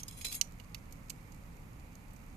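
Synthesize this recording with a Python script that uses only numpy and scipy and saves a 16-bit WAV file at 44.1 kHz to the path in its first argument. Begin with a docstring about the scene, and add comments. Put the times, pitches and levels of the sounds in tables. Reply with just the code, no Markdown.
"""Burning wood cracks in a small steel stove, close to a pair of microphones: one sharp pop, a few smaller
ones and faint ticks throughout. Each pop is a snap, a rattle round the firebox and the ring of the split
piece. Early on the charcoal shifts: it scrapes, tinkles and knocks against the steel, which rings thinly.
Underneath lies a steady bed of draught, rumbling, booming in the flue and hissing over the embers."""
import sys
import numpy as np
from scipy import signal
from scipy.fft import rfft, irfft, next_fast_len
from scipy.io import wavfile
from scipy.ndimage import map_coordinates

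SR = 44100
rng = np.random.default_rng(int(sys.argv[2]) if len(sys.argv) > 2 else 0)


def dump_mix(stems):
    """Bounce the given channels to the path in sys.argv[1] as a 16-bit WAV at rate SR."""
    frames = np.atleast_2d(stems).T  # one column per channel
    limited = np.clip(frames, -1, 1)  # hard clip at full scale
    pcm = np.round(limited * 32767).astype(np.int16)
    wavfile.write(sys.argv[1], SR, pcm)


N = 104120

# low end of the draught: (frequency [Hz], relative level [dB])
RUMBLE_EQ = [(12, -41), (20, 1.5), (38, -1.5), (76, -5), (107, -6.5), (136, -8.5), (167, -5.5),
             (223, -12.5), (264, -11), (361, -23), (450, -24), (580, -55), (990, -120)]
# air over the coals: (frequency [Hz], left [dB], right [dB])
HISS_EQ = [(350, -2, -10), (530, 1, 1), (648, -8.5, -4.5), (770, -2.5, -1.5), (1220, -7, -1.5),
           (1580, -11, -6.5), (2320, -16.5, -2), (3330, -20.5, -17), (4650, -23.5, -16),
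           (5500, -24.5, -18.5), (6640, -24.5, -14), (8360, -22.5, -21), (14100, -21, -21.5)]
# stereo image of the draught: (frequency [Hz], left-right correlation [-1..1])
DRAUGHT_IMAGE = [(60, 0.95), (180, 0.92), (540, 0.33), (1640, -0.41), (4930, 0.18), (14800, 1)]
# resonances of the firebox and flue: (frequency [Hz], left [dB], right [dB])
FLUE_MODES = [(32.2, 0.5, -1), (114.1, -3.5, -2.5), (162.5, -8, -4.5)]
# envelope of the charcoal sliding on the steel: (time [s], level [dB])
SLIDE_ENVELOPE = [(0, -40), (.04, -81), (.075, -60), (.16, -61.5), (.185, -52), (.235, -59.5), (.255, -46),
                  (.305, -46.5), (.335, -39), (.368, -46.5), (.382, -64), (.40, -75), (.44, -100)]
# tone of the scraping: (frequency [Hz], left [dB], right [dB])
SCRAPE_EQ = [(710, -17, -25), (1720, -29, -20.5), (2490, -15.5, -4), (2930, -24, -15), (3450, -16, -8.5),
             (4700, -19.5, -11.5), (5160, -17.5, -3), (5930, -10, -24.5), (6550, -10, -2),
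             (7150, -13.5, -12.5), (8940, -8, -9), (9600, -16, -22), (10870, -8, -14), (11140, -17, -27),
             (11860, -3.5, -16), (13000, -21, -22), (13600, -10, -20), (14300, -25, -29)]
# resonances of the stove's steel: (frequency [Hz], left [dB], right [dB])
STEEL_MODES = [(3296, -10.5, 0.5), (4030, -22, 1.5), (4312, -18, -7), (5090, -14, 0), (6630, -5, -0.5),
               (7370, -12, 1), (8400, -11, -11), (8965, -7, -10), (9230, 3, 3.5), (9950, 2, -11),
               (10885, 1.5, -21), (11700, -6, -8), (11800, -5, -6)]
# charcoal hitting the steel:
# (time [s], level [dB], t60 [s], treble tilt [dB/octave], favoured pitch [Hz], steel ring [dB])
CHARCOAL_KNOCKS = [(0.0804, -35.5, 0.033, 2, 8500, -65), (.1236, -49, 0.033, 7, 12400, -63.5),
                   (0.173, -63, 0.034, 5, 10000, -62.5), (0.211, -38, 0.047, -1.5, 6450, -56.5),
                   (0.2456, -31, 0.074, -4, 3740, -49), (0.3145, -40, 0.019, -11, 2530, -62),
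                   (0.3227, -40, 0.033, 8.5, 9100, -63), (0.3481, -34, 0.052, 4, 10850, -54)]
# wood splitting: (time [s], level [dB], t60 [s], attack [s], pitch of the piece [Hz],
# its relative ring [dB], treble tilt [dB/octave], shelf above 10 kHz [dB])
WOOD_POPS = [(0.033, -28.5, 0.014, 0.00011, 6270, 0.5, 5, 4.5),
             (0.4125, -11.5, 0.022, 0.00015, 5930, -5, 1.5, -4),
             (0.599, -41, 0.035, 0.00018, 2860, -0.5, -8, 18),
             (0.7458, -28.5, 0.026, .00015, 4530, -7, -5, 9.5),
             (0.9244, -36.5, 0.032, .0002, 6800, -17, 8.5, 1.5),
             (1.0975, -29, 0.032, .0002, 7540, -2.5, 3, 8),
             (1.1019, -25.5, .022, 0.00011, 2300, -16.5, 2.5, 2),
             (1.3193, -43.5, 0.039, 0.002, 6450, -2, 4.5, 3), (1.345, -46.5, .025, .0008, 7450, -10, 7, 3),
             (1.9536, -44, 0.018, .0003, 6620, -1.5, 7, 2), (2.134, -47.5, 0.025, .0005, 8000, 0, 15, 0),
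             (2.161, -46.5, 0.045, 0.0027, 5970, -2, 11, -4)]
# tone of a pop leaving the stove: (frequency [Hz], left [dB], right [dB])
POP_EQ = [(800, -36, -53), (1500, -36, -25.5), (2300, -41, -9.5), (2860, -21, -4), (3310, -27, -13),
          (4550, -19, -3.5), (5150, -29, -7.5), (6000, -17, -6.5), (6650, -19, -4), (7930, -20.5, -10),
          (11050, -23.5, -23), (12300, -18.5, -17.5), (13400, -22.5, -20.5)]

CRACK_ATTACK_S, KNOCK_ATTACK_S, STEEL_T60_S = 0.00011, 0.00085, 0.26
PRESS_S, PRESSED_T60_S = 0.32, 0.06  # the charcoal presses down and chokes earlier clinks
REST_S, REST_T60_S = 0.38, 0.32  # it comes to rest and stills the steel
TOP_HZ = 14350


def amp(db):
    """Decibels to gain."""
    return 10 ** (np.asarray(db) / 20)


def rms(x):
    """Average signal level."""
    return np.sqrt(np.mean(x ** 2) + 1e-20)


def unit(x):
    """Normalise to rms 1."""
    return x / rms(x)


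def curve_at(table, hz):
    """Read a table's columns along a log frequency axis."""
    freqs, *columns = np.transpose(table)
    return np.array([np.interp(np.log(hz + 1), np.log(freqs + 1), column) for column in columns])


def filtered(x, response):
    """Zero-phase filter with gain response(hz)."""
    n = x.shape[-1]
    size = next_fast_len(n + 8192)
    return irfft(rfft(x, size) * response(np.fft.rfftfreq(size, 1 / SR)), size)[..., :n]


def equalise(x, eq, tilt_db=0, shelf_db=0, size=1024):
    """Unit-power stereo EQ with a treble tilt per octave, a 10 kHz shelf and a bass roll-off."""
    hz = np.fft.rfftfreq(size, 1 / SR) + 1
    tilt = tilt_db * np.log2(np.clip(hz, 2000, 14000))
    shelf = shelf_db / (1 + (10000 / hz) ** 12)
    gain = amp(curve_at(eq, hz) + tilt + shelf) * hz / (hz + 300)
    cepstrum = irfft(np.log(unit(gain) + 1e-6))
    cepstrum[:, 1:size // 2] *= 2  # fold to minimum phase: no pre-ring on the transients
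    cepstrum[:, size // 2 + 1:] = 0
    impulse = irfft(np.exp(rfft(cepstrum)))
    return signal.fftconvolve(x, impulse, axes=1)[:, :x.shape[1]]


def resonate(x, modes, t60):
    """Play mono x through a unit-power stereo bank of decaying modes."""
    t = np.arange(SR // 2) / SR
    tones = sum(amp([[left], [right]]) * np.sin(2 * np.pi * (hz * t + rng.random()))
                for hz, left, right in modes)
    impulse = unit(tones * amp(-60 * t / t60)) / np.sqrt(len(t))
    return signal.fftconvolve(x[None], impulse, axes=1)[:, :N]


def stereo_noise(n, correlation=0.48):
    """White noise, partly shared by the two microphones."""
    mid, side = rng.standard_normal((2, n))
    width = np.arccos(correlation) / 2
    return np.cos(width) * mid + np.sin(width) * np.array([side, -side])


def strike(t, attack, t60):
    """Percussive envelope: quick rise, exponential fall."""
    return (1 - np.exp(-t / attack)) * amp(-60 * t / t60)


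def add(out, start_s, x):
    """Mix x into out at start_s."""
    i = round(start_s * SR)
    out[:, i:i + x.shape[1]] += x[:, :max(N - i, 0)]


def airflow(eq, low_cut_hz):
    """Rushing air: steady noise of rms 1 whose stereo width varies with frequency."""
    def mid_side_gains(hz):
        width = np.arccos(curve_at(DRAUGHT_IMAGE, hz)[0]) / 2
        return np.array([np.cos(width), np.sin(width)])

    def tone(hz):
        low_cut = 1 - np.exp(-(hz / low_cut_hz) ** 4)
        return amp(curve_at(eq, hz)) * low_cut * (hz < TOP_HZ)

    mid, side = filtered(rng.standard_normal((2, N)), mid_side_gains)
    return unit(filtered(np.array([mid + side, mid - side]), tone))


def draught():
    """Air drawn through the stove rumbles, booms in the flue and hisses over the coals."""
    lean_right = amp([[-1.54], [1.54]])
    rumble = amp(-52) * lean_right * airflow(RUMBLE_EQ, low_cut_hz=7.9)
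    boom = amp(-57) * unit(resonate(rng.standard_normal(N), FLUE_MODES, t60=0.45))
    boom = filtered(boom, lambda hz: np.exp(-(hz / 300) ** 4))
    hiss = amp(-60.5) * airflow(HISS_EQ, low_cut_hz=412)
    return rumble + boom + hiss


def shifting_charcoal(grit_db=7, grains_per_s=500):
    """A gritty slide and a run of knocks rasp, set the flakes tinkling and ring the steel."""
    time, t = np.arange(N) / SR, np.arange(SR // 8) / SR
    slide = amp(np.interp(time, *np.transpose(SLIDE_ENVELOPE)))
    noise = stereo_noise(N)
    grit = map_coordinates(rng.standard_normal(8192), [time * grains_per_s], mode="wrap")  # smooth jitter
    friction = unit(noise * amp(grit_db * grit)) * slide
    rasp = equalise(friction, SCRAPE_EQ)
    steel = amp(-9) * resonate(friction[0], STEEL_MODES, STEEL_T60_S)
    pressure = np.array([slide])
    for start_s, db, t60, tilt_db, favoured_hz, ring_db in CHARCOAL_KNOCKS:
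        push = amp(db) * strike(t, KNOCK_ATTACK_S, t60)
        add(pressure, start_s, push[None])
        add(rasp, start_s, equalise(push * stereo_noise(len(t)), SCRAPE_EQ, tilt_db))
        add(steel, start_s, amp(ring_db) * steel_clink(start_s, favoured_hz))
    settling = amp(-60 * np.maximum(time - REST_S, 0) / REST_T60_S)
    return amp(-3) * rasp + amp(-6) * flake_tinkle(pressure[0]) + steel * settling


def flake_tinkle(pressure, pings_per_s=1700, spread_db=3):
    """Brittle flakes of charcoal ping at random pitches, as loudly as they are pressed."""
    out, t = np.zeros((2, N)), np.arange(SR // 10) / SR
    envelope = strike(t, CRACK_ATTACK_S, t60=0.033)
    count = int(pings_per_s * SLIDE_ENVELOPE[-1][0])
    for k, (jitter, pitch, softness, side) in enumerate(rng.random((2048, 4))[:count]):
        start_s = (k + jitter) / pings_per_s
        hz = 1800 + 12400 * pitch
        gain = pressure[int(start_s * SR)] * amp(-spread_db * np.log(0.03 + softness))
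        stereo_phase = np.array([[0], [side - 0.5]])
        add(out, start_s, gain * envelope * np.sin(2 * np.pi * (hz * t + stereo_phase)))
    return unit(equalise(out, SCRAPE_EQ)) * rms(pressure)


def wood_pops(snap_s=0.0002, snap_db=-5):
    """Each crack is a direct snap, its rattle round the firebox and the brief ring of the split piece."""
    out, t = np.zeros((2, N)), np.arange(SR // 8) / SR
    snap_at = round(snap_s * SR)
    pan_right = amp([[-20], [0]])
    for start_s, db, t60, attack, hz, ring_db, tilt_db, shelf_db in WOOD_POPS:
        envelope = strike(t, attack, t60)
        crack = stereo_noise(len(t)) * envelope
        crack[:, snap_at] += amp(snap_db) * np.linalg.norm(envelope) * envelope[snap_at]
        burst = unit(equalise(crack, POP_EQ, tilt_db, shelf_db)) * rms(envelope)
        ring = np.sin(2 * np.pi * hz * t) * strike(t, attack, t60=0.019) * pan_right
        add(out, start_s, amp(db) * (burst / 2 + amp(ring_db) * ring))
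    return out


def ember_ticks(ticks_per_s=40, level_db=-61.5, spread_db=2):
    """Tiny cracks at random moments all over the ember bed."""
    t = np.arange(SR // 32) / SR
    triggers = rng.random(N) < ticks_per_s / SR
    gains = amp(level_db + spread_db * np.clip(rng.standard_normal(N), -2, 2))
    envelope = signal.fftconvolve(triggers * gains, strike(t, CRACK_ATTACK_S, t60=0.013))[:N]
    return equalise(stereo_noise(N) * envelope, POP_EQ, tilt_db=4)


def steel_clink(start_s, favoured_hz, boost_db=13.5, width_hz=790, spread_db=2.5):
    """Knocked steel rings: each spot favours some modes, and charcoal pressing down damps them."""
    t, ring = np.arange(SR // 3) / SR, 0
    for hz, left_db, right_db in STEEL_MODES:
        emphasis_db = boost_db * np.exp(-((hz - favoured_hz) / width_hz) ** 2)
        emphasis_db += spread_db * rng.standard_normal()
        gain = amp(emphasis_db) * amp([[left_db], [right_db]])
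        ring = ring + gain * np.sin(2 * np.pi * (hz * t + rng.random((2, 1))))
    struck_before_press = start_s < PRESS_S - PRESSED_T60_S / 2
    pressed_s = np.maximum(start_s + t - PRESS_S, 0) * struck_before_press
    return ring * strike(t, KNOCK_ATTACK_S, STEEL_T60_S) * amp(-60 * pressed_s / PRESSED_T60_S)


def shell_echo(x, tilt_db=4.5):
    """Countless close resonances of the stove's shell die together in a short, bright tail."""
    t = np.arange(SR // 3) / SR
    impulse = stereo_noise(len(t)) * strike(t, attack=0.002, t60=0.17)
    tail = signal.fftconvolve(x, impulse / np.linalg.norm(impulse[0]), axes=1)[:, :N]
    return filtered(tail, lambda hz: amp(tilt_db * np.log2((hz + 500) / 6000)))


def scene():
    """Pops, ticks and charcoal up front with a touch of stove echo, over the bed of draught."""
    embers = wood_pops() + ember_ticks() + shifting_charcoal()
    return embers + amp(-21) * shell_echo(embers) + draught()


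def record(dry):
    """A steep high cut on the whole mix."""
    return filtered(dry, lambda hz: 1 / np.sqrt(1 + (hz / TOP_HZ) ** 160))


dry = scene()
out = record(dry)
dump_mix(out)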